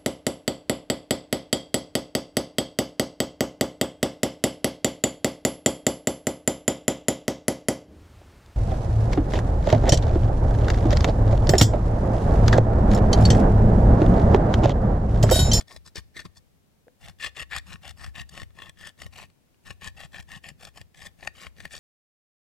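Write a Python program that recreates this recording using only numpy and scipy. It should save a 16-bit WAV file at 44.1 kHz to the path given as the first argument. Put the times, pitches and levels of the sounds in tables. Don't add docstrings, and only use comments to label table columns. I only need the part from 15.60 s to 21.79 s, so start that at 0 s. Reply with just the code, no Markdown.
import sys
import numpy as np
from scipy import signal
from scipy.fft import rfft, irfft, next_fast_len
from scipy.io import wavfile

SR = 44100
rng = np.random.default_rng(int(sys.argv[2]) if len(sys.argv) > 2 else 0)


def to_wav(sig):
    pcm = np.clip(np.atleast_2d(sig), -1, 1) * 32767
    pcm = np.round(pcm).astype(np.int16)
    wavfile.write(sys.argv[1], SR, pcm.T)


N = 272979
TIME = np.arange(N) / SR
SIZE = next_fast_len(N + SR // 2, real=True)
FREQ = np.maximum(np.arange(SIZE // 2 + 1) * SR / SIZE, 1)

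# (touch [s], powder gives way [s], lift [s],
# push level [dB], brightness [dB], thud level [dB])
STROKES = [(-.02, -0.003, .03, -43, -4.5, -49), (0.072, 0.113, .19, -49.5, -1, -53.5),
           (0.247, 0.291, .295, -50, 3, -52), (0.352, 0.37, .405, -36, -4.5, -39.5),
           (0.547, 0.584, .63, -35, -9, -49), (.64, 0.657, .675, -46, -6, -45),
           (0.755, 0.758, .79, -55.5, 5.5, -61), (1.394, 1.458, 1.525, -47, -4, -46.5),
           (1.591, 1.661, 1.69, -28.5, -5.5, -47.5), (1.752, 1.778, 1.843, -31.5, -7.5, -43),
           (1.896, 1.971, 1.995, -27.5, -10, -46), (2.053, 2.102, 2.172, -45, -3.5, -40.5),
           (2.214, 2.267, 2.325, -40.5, -7, -47), (2.365, 2.436, 2.505, -43.5, -4, -45),
           (2.541, 2.587, 2.635, -37.5, -8.5, -41), (2.7, 2.769, 2.848, -43, -4, -43.5),
           (2.939, 3.03, 3.112, -46, -8, -49.5), (3.161, 3.267, 3.31, -40.5, -4, -50.5),
           (3.374, 3.409, 3.485, -47.5, -2, -44), (3.513, 3.585, 3.665, -42, -4.5, -52.5),
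           (4.039, 4.107, 4.135, -43, -4.5, -43), (4.205, 4.255, 4.30, -36, -6.5, -43.5),
           (4.354, 4.417, 4.475, -42, -5.5, -47.5), (4.517, 4.579, 4.62, -41.5, -6.5, -47),
           (4.675, 4.738, 4.792, -42.5, -4.5, -45), (4.828, 4.858, 4.92, -42.5, -5, -47.5),
           (4.982, 5.042, 5.105, -47.5, -3, -49.5), (5.139, 5.159, 5.235, -52, -3, -49.5),
           (5.347, 5.452, 5.49, -41, -2.5, -47.5), (5.574, 5.65, 5.70, -46, -5, -49),
           (5.74, 5.828, 5.893, -39, -6, -51.5), (5.952, 6.031, 6.085, -47, -4.5, -48),
           (6.1, 6.15, 6.195, -42.5, 4, -49.5)]
STROKE_STARTS = [row[0] for row in STROKES]
NEXT_PAN_S = 1.1
ATTACK_S = 0.0172


def undb(db):
    return 10 ** (np.asarray(db) / 20)


def unit(x):
    return x / np.sqrt(np.mean(x ** 2))


def across(hz, values):
    return np.interp(np.log(FREQ), np.log(hz), values)


def response(points, modes=()):
    db = across(*np.transpose(points))
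    for hz, width, lift in modes:
        db = db + lift / (1 + (2 * (FREQ - hz) / width) ** 2)
    cepstrum = irfft(np.log(undb(db)), SIZE)
    phase = rfft(2 * cepstrum[:SIZE // 2], SIZE).imag
    return unit(undb(db)) * np.exp(1j * phase)


def through(x, gain):
    return irfft(rfft(x, SIZE) * gain, SIZE)[..., :N]


def add(track, s, sound):
    start = max(int(s * SR), 0)
    part = sound[..., :max(N - start, 0)]
    track[..., start:start + part.shape[-1]] += part


def walk(rate):
    knots = np.arange(0, TIME[-1] + 1, 1 / rate)
    return unit(np.interp(TIME, knots, rng.standard_normal(len(knots))))


def grains(rate, spread_db):
    count = int(rate * N / SR)
    chance = rng.random((N, 3))[:count]
    size = undb(-spread_db * np.log(np.maximum(chance[:, 1], .05)))
    position = (chance[:, 0] * N).astype(int)
    return unit(np.bincount(position, size * np.sign(chance[:, 2] - .5), N))


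def body_of(s):
    usual_db, usual_body_db, empty_body_db = -44.5, -6.5, 4
    thinning = 0.47
    row = STROKES[max(np.searchsorted(STROKE_STARTS, s, side="right") - 1, 0)]
    return usual_body_db - thinning * (row[3] - usual_db) + empty_body_db * (s < NEXT_PAN_S)


def pressure(contact_db=-16, edge_s=0.0049):
    build_db_per_s, ease_db_per_s, release_s = 164, 114, 0.018
    drive = np.zeros((3, N))
    for touch, give, lift, level_db, bright_db, _ in STROKES:
        first = max(int((touch - edge_s) * SR), 0)
        t = TIME[first:int((lift + edge_s) * SR)]
        building = build_db_per_s * np.maximum(give - t, 0)
        easing = ease_db_per_s * np.maximum(t - give, 0)
        push_db = level_db - building - easing
        loose = np.maximum(1 - (t - touch) / ATTACK_S, 0)
        loose = loose + np.maximum(1 - (lift - t) / release_s, 0)
        colour = undb([body_of(touch), 0, bright_db])
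        add(drive, t[0], colour[:, None] * undb(push_db + contact_db * loose))
    return drive


def scraping(drive, snaps, grind_db=-.5, slip_db=2.5, fleck_db=3.0, body_db=8, bright_db=4.0):
    grain_hz = [1000, 1750, 2900, 4800, 8500]
    # (frequency [Hz], level [dB])
    palette_slope = [(100, -10.5), (220, -7.5), (500, -8.5), (950, -6.5), (1500, -1), (2100, 1), (3100, 0),
                     (4000, -2), (6300, -8.5), (8500, -10), (10500, -16), (12500, -37), (15500, -48)]
    # (frequency [Hz], width [Hz], lift [dB])
    empty_modes = [(395, 180, 6), (630, 110, 7.5), (1108, 57, 6.5), (1820, 140, 13.5), (2680, 330, -2.5),
                   (3460, 110, 8), (3950, 110, 3.5), (4460, 210, 8), (4860, 260, 10), (5470, 220, 10),
                   (6130, 190, 5), (7660, 250, 5)]
    # (frequency [Hz], width [Hz], lift [dB])
    pan_modes = [(567, 230, 6), (780, 236, 9.5), (1092, 88, 10.5), (1243, 61, 3.5), (1743, 100, 10),
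                 (1845, 135, 12.5), (2452, 136, 5), (2798, 240, 6), (3030, 60, 5), (3283, 81, 7.5),
                 (3480, 110, 7), (4610, 70, 6), (5020, 200, 4), (5500, 58, 6.5), (7450, 200, 5.5),
                 (8020, 300, 3.5)]
    grinding = drive * unit(undb(slip_db * walk(300)))
    colour = undb([body_db, 0, bright_db])
    fractures, force = grains(11000, 3.8), 0
    for k, band in zip([0, 1, 1, 2, 2], np.eye(len(grain_hz))):
        flecks = unit(undb(fleck_db * walk(200)))
        grind = undb(grind_db) * grinding[k] * flecks
        strength = colour[k] * np.sqrt(grind ** 2 + snaps[k] ** 2)
        force = force + rfft(fractures * strength, SIZE) * across(grain_hz, band)
    force = rim_echo(irfft(force, SIZE)[:N])
    in_empty_pan = through(force, response(palette_slope, empty_modes))
    in_next_pan = through(force, response(palette_slope, pan_modes))
    return np.where(TIME < NEXT_PAN_S, in_empty_pan, in_next_pan)


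def rim_echo(force, echo=0.47, near_s=.0003, far_s=0.00161):
    chance = rng.random((len(STROKES), 2))
    stroke = np.maximum(np.searchsorted(STROKE_STARTS, TIME) - 1, 0)
    lag = ((near_s + (far_s - near_s) * chance[:, 0]) * SR).astype(int)
    gain = echo * np.sign(chance[:, 1] - .5)
    returned = gain[stroke] * force[np.arange(N) - lag[stroke]]
    return (force + returned) / np.hypot(1, echo)


def cracks(push):
    # (time [s], level [dB], brightness [dB])
    snap_list = [(0.1167, -41.5, -13), (0.164, -37.5, -3.5), (0.3585, -29.5, 2), (.3895, -42, -5),
                 (.578, -39.5, -4), (0.602, -34.5, -1), (0.6522, -42.5, -13), (1.4848, -35.5, -4),
                 (1.603, -32.5, -28), (1.6467, -19.5, -6.5), (1.8015, -25, -15), (1.8259, -28.5, -10),
                 (1.923, -30.5, -30), (1.9519, -23.5, -20), (1.9649, -21.5, -2), (1.984, -35, 9.5),
                 (2.125, -32.5, -17), (2.1383, -38.5, -10), (2.1585, -37, -15), (2.2532, -34.5, -11),
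                 (2.279, -36.5, 1), (2.294, -41, 4), (2.3107, -36, 0.5), (2.4426, -35.5, -5),
                 (2.464, -36, -6), (2.611, -44, 3), (2.6941, -48, 13.5), (2.7772, -29, -11),
                 (2.818, -31.5, -5), (2.833, -34, -7), (2.906, -51.5, -12), (2.989, -40, -9),
                 (3.0217, -28.5, -14.5), (3.067, -39, -22), (3.0957, -35, -4.5), (3.2736, -33.5, -1),
                 (3.4193, -31.5, -2), (3.4651, -37.5, -3.5), (3.5354, -50, -4.5), (3.5876, -34, -8),
                 (3.601, -36, -14), (3.6376, -40, -19), (3.7019, -51.5, -5), (3.945, -57, -14),
                 (4.0684, -40.5, -2), (4.1069, -28.5, -12), (4.221, -30, -24), (4.275, -32, 1),
                 (4.283, -36.5, -3), (4.5443, -33.5, -21), (4.559, -37, -16), (4.601, -46, 1),
                 (4.627, -47, 2.5), (4.843, -34.5, -18), (4.889, -38.5, 3), (5.0334, -42, 1),
                 (5.052, -41, 5.5), (5.0724, -36.5, -6), (5.175, -38, 0.5), (5.2151, -40, -2.5),
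                 (5.347, -42.5, -7), (5.4208, -38, -4), (5.629, -32, -26), (5.675, -22, -6.5),
                 (5.868, -29.5, -15), (6.004, -34, -5), (6.054, -24, -8), (6.142, -31.5, -17),
                 (6.166, -43, 6)]
    rise_s, fall_s, crack_body_db = 0.0016, 0.0019, -0.5
    crumbs_per_s, crumb_db, crumb_spread_db, crumb_colour_db = 40, 2, 3.5, 3.5
    drive = np.zeros((3, N))
    lead_s = .01
    t = TIME[:SR // 30] - lead_s
    shape = np.exp(-np.abs(t) / np.where(t < 0, rise_s, fall_s))
    for s, db, bright_db in snap_list:
        colour_db = np.array([body_of(s) + crack_body_db, 0, bright_db])
        add(drive, s - lead_s, undb(db + colour_db)[:, None] * shape)
    chance = rng.random((N // 100, 5))[:int(crumbs_per_s * N / SR)]
    spreads = np.sqrt(3) * (2 * chance[:, 1:] - 1)
    for when, spread in zip(chance[:, 0], spreads):
        size_db = crumb_db + crumb_spread_db * spread[0] + crumb_colour_db * spread[1:]
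        size = undb(size_db) * push[:, int(when * N)]
        add(drive, when * N / SR - lead_s, size[:, None] * shape)
    return drive


def dust(push, snaps, dust_db=-36.5, growth=0.53, snap_db=-16.5):
    # (frequency [Hz], level [dB])
    dust_colour = [(1500, -26), (5000, 4.5), (9000, -0.5), (12000, 7.5), (15500, -6)]
    strength = undb(dust_db) * push ** growth + undb(snap_db) * snaps
    return strength * through(grains(5000, 3.4), response(dust_colour))


def knocks():
    # (time [s], level [dB], pitch [Hz], time to fall by 60 dB [s])
    knock_list = [(.003, -43, 183, 0.022), (.357, -27.5, 390, 0.014), (.652, -37, 177, 0.063),
                  (1.269, -46.5, 493, 0.11), (1.282, -36, 635, 0.0083), (1.282, -44, 1580, 0.0091),
                  (4.916, -33.5, 140, 0.045), (5.674, -31.5, 630, 0.022), (6.141, -42, 609, 0.018)]
    out, t = np.zeros(N), TIME[:SR // 8]
    for s, db, hz, t60 in knock_list:
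        fading = np.exp(-np.log(1000) * t / t60)
        add(out, s, undb(db) * fading * np.sin(2 * np.pi * hz * t))
    return out


def thuds(drag_db=-3, kick_db=-1.5, kick_s=0.0029, let_go_s=0.02658, vary=0.49):
    # (frequency [Hz], level [dB])
    table_slope = [(20, -4), (45, -4.5), (70, -1), (120, -4), (190, -5.5), (280, -21), (600, -43),
                   (2000, -69)]
    # (frequency [Hz], width [Hz], lift [dB])
    table_modes = [(64.2, 11.8, 10.9), (92, 7.7, 9.3)]
    shudder, jolts = np.zeros(N), np.zeros(N)
    t = TIME[:SR // 3]
    for stroke, chance in zip(STROKES, rng.standard_normal(len(STROKES))):
        touch, _, lift, *_, thud_db = stroke
        release = max(lift - let_go_s, touch + ATTACK_S)
        turns = [touch, touch + ATTACK_S, release, release + let_go_s]
        add(shudder, touch, undb(thud_db) * np.interp(touch + t, turns, [0, 0.78, 1.69, 0.12]))
        age = t / (kick_s * np.exp(vary * chance))
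        add(jolts, release, undb(thud_db + kick_db) * np.exp(-age) * np.sin(np.pi * age))
    push = undb(drag_db) * shudder * rng.standard_normal(N) + jolts
    return through(push, response(table_slope, table_modes))


def microphones(x, scatter_db=-5, wander_rate=90):
    # (frequency [Hz], drop [dB], phase lag [rad])
    right_side = [(60, 6, 2.9), (130, 2.5, 2.1), (240, 3, 1.1), (400, 3, 0), (700, 3, 0), (1800, 7, .2),
                  (3000, 5.5, 1.05), (4200, 4.5, .65), (5500, 3, .7), (7200, .5, .55), (9000, 0, 1.2),
                  (11000, 0, 2.2), (15000, 0, 2.4)]
    hz, drop_db, lag = np.transpose(right_side)
    right = through(x, undb(-across(hz, drop_db)) * np.exp(-1j * across(hz, lag)))
    delayed = np.roll(right, SR // 2000)
    scattered = undb(scatter_db) * walk(wander_rate) * delayed
    return np.array([x, (right + scattered) / np.hypot(1, undb(scatter_db))])


def room(x, wet_db=-25, t60_s=0.43, dull_hz=11000):
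    t = TIME[:SR // 3]
    fading = np.exp(-np.log(1000) * t / t60_s)
    tail = rng.standard_normal((2, len(t))) * fading * (t > .004)
    tail /= np.linalg.norm(tail, axis=1, keepdims=True)
    return undb(wet_db) * through(x, rfft(tail, SIZE) / (1 + 1j * FREQ / dull_hz))


def quiet(left_db=-63, right_db=-65, waver_db=0.5):
    # (frequency [Hz], level [dB])
    quiet_colour = [(20, -12), (40, -8), (65, -2), (170, -3), (300, -10), (600, -15), (1200, -23.5),
                    (2500, -25), (6000, -29), (15500, -31.5)]
    noise = through(rng.standard_normal((2, N)), response(quiet_colour))
    return undb([left_db, right_db])[:, None] * noise * undb(waver_db * walk(3.26))


def scene(crack_db=0.5):
    drive = pressure()
    snaps = undb(crack_db) * cracks(drive)
    palette = scraping(drive, snaps) + dust(drive[2], snaps[2]) + knocks()
    return microphones(palette + thuds()) + room(palette) + quiet()


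def record(dry):
    low_pass = signal.ellip(10, .2, 70, 15900, fs=SR, output="sos")
    return signal.sosfilt(low_pass, dry)


dry = scene()
out = record(dry)
to_wav(out)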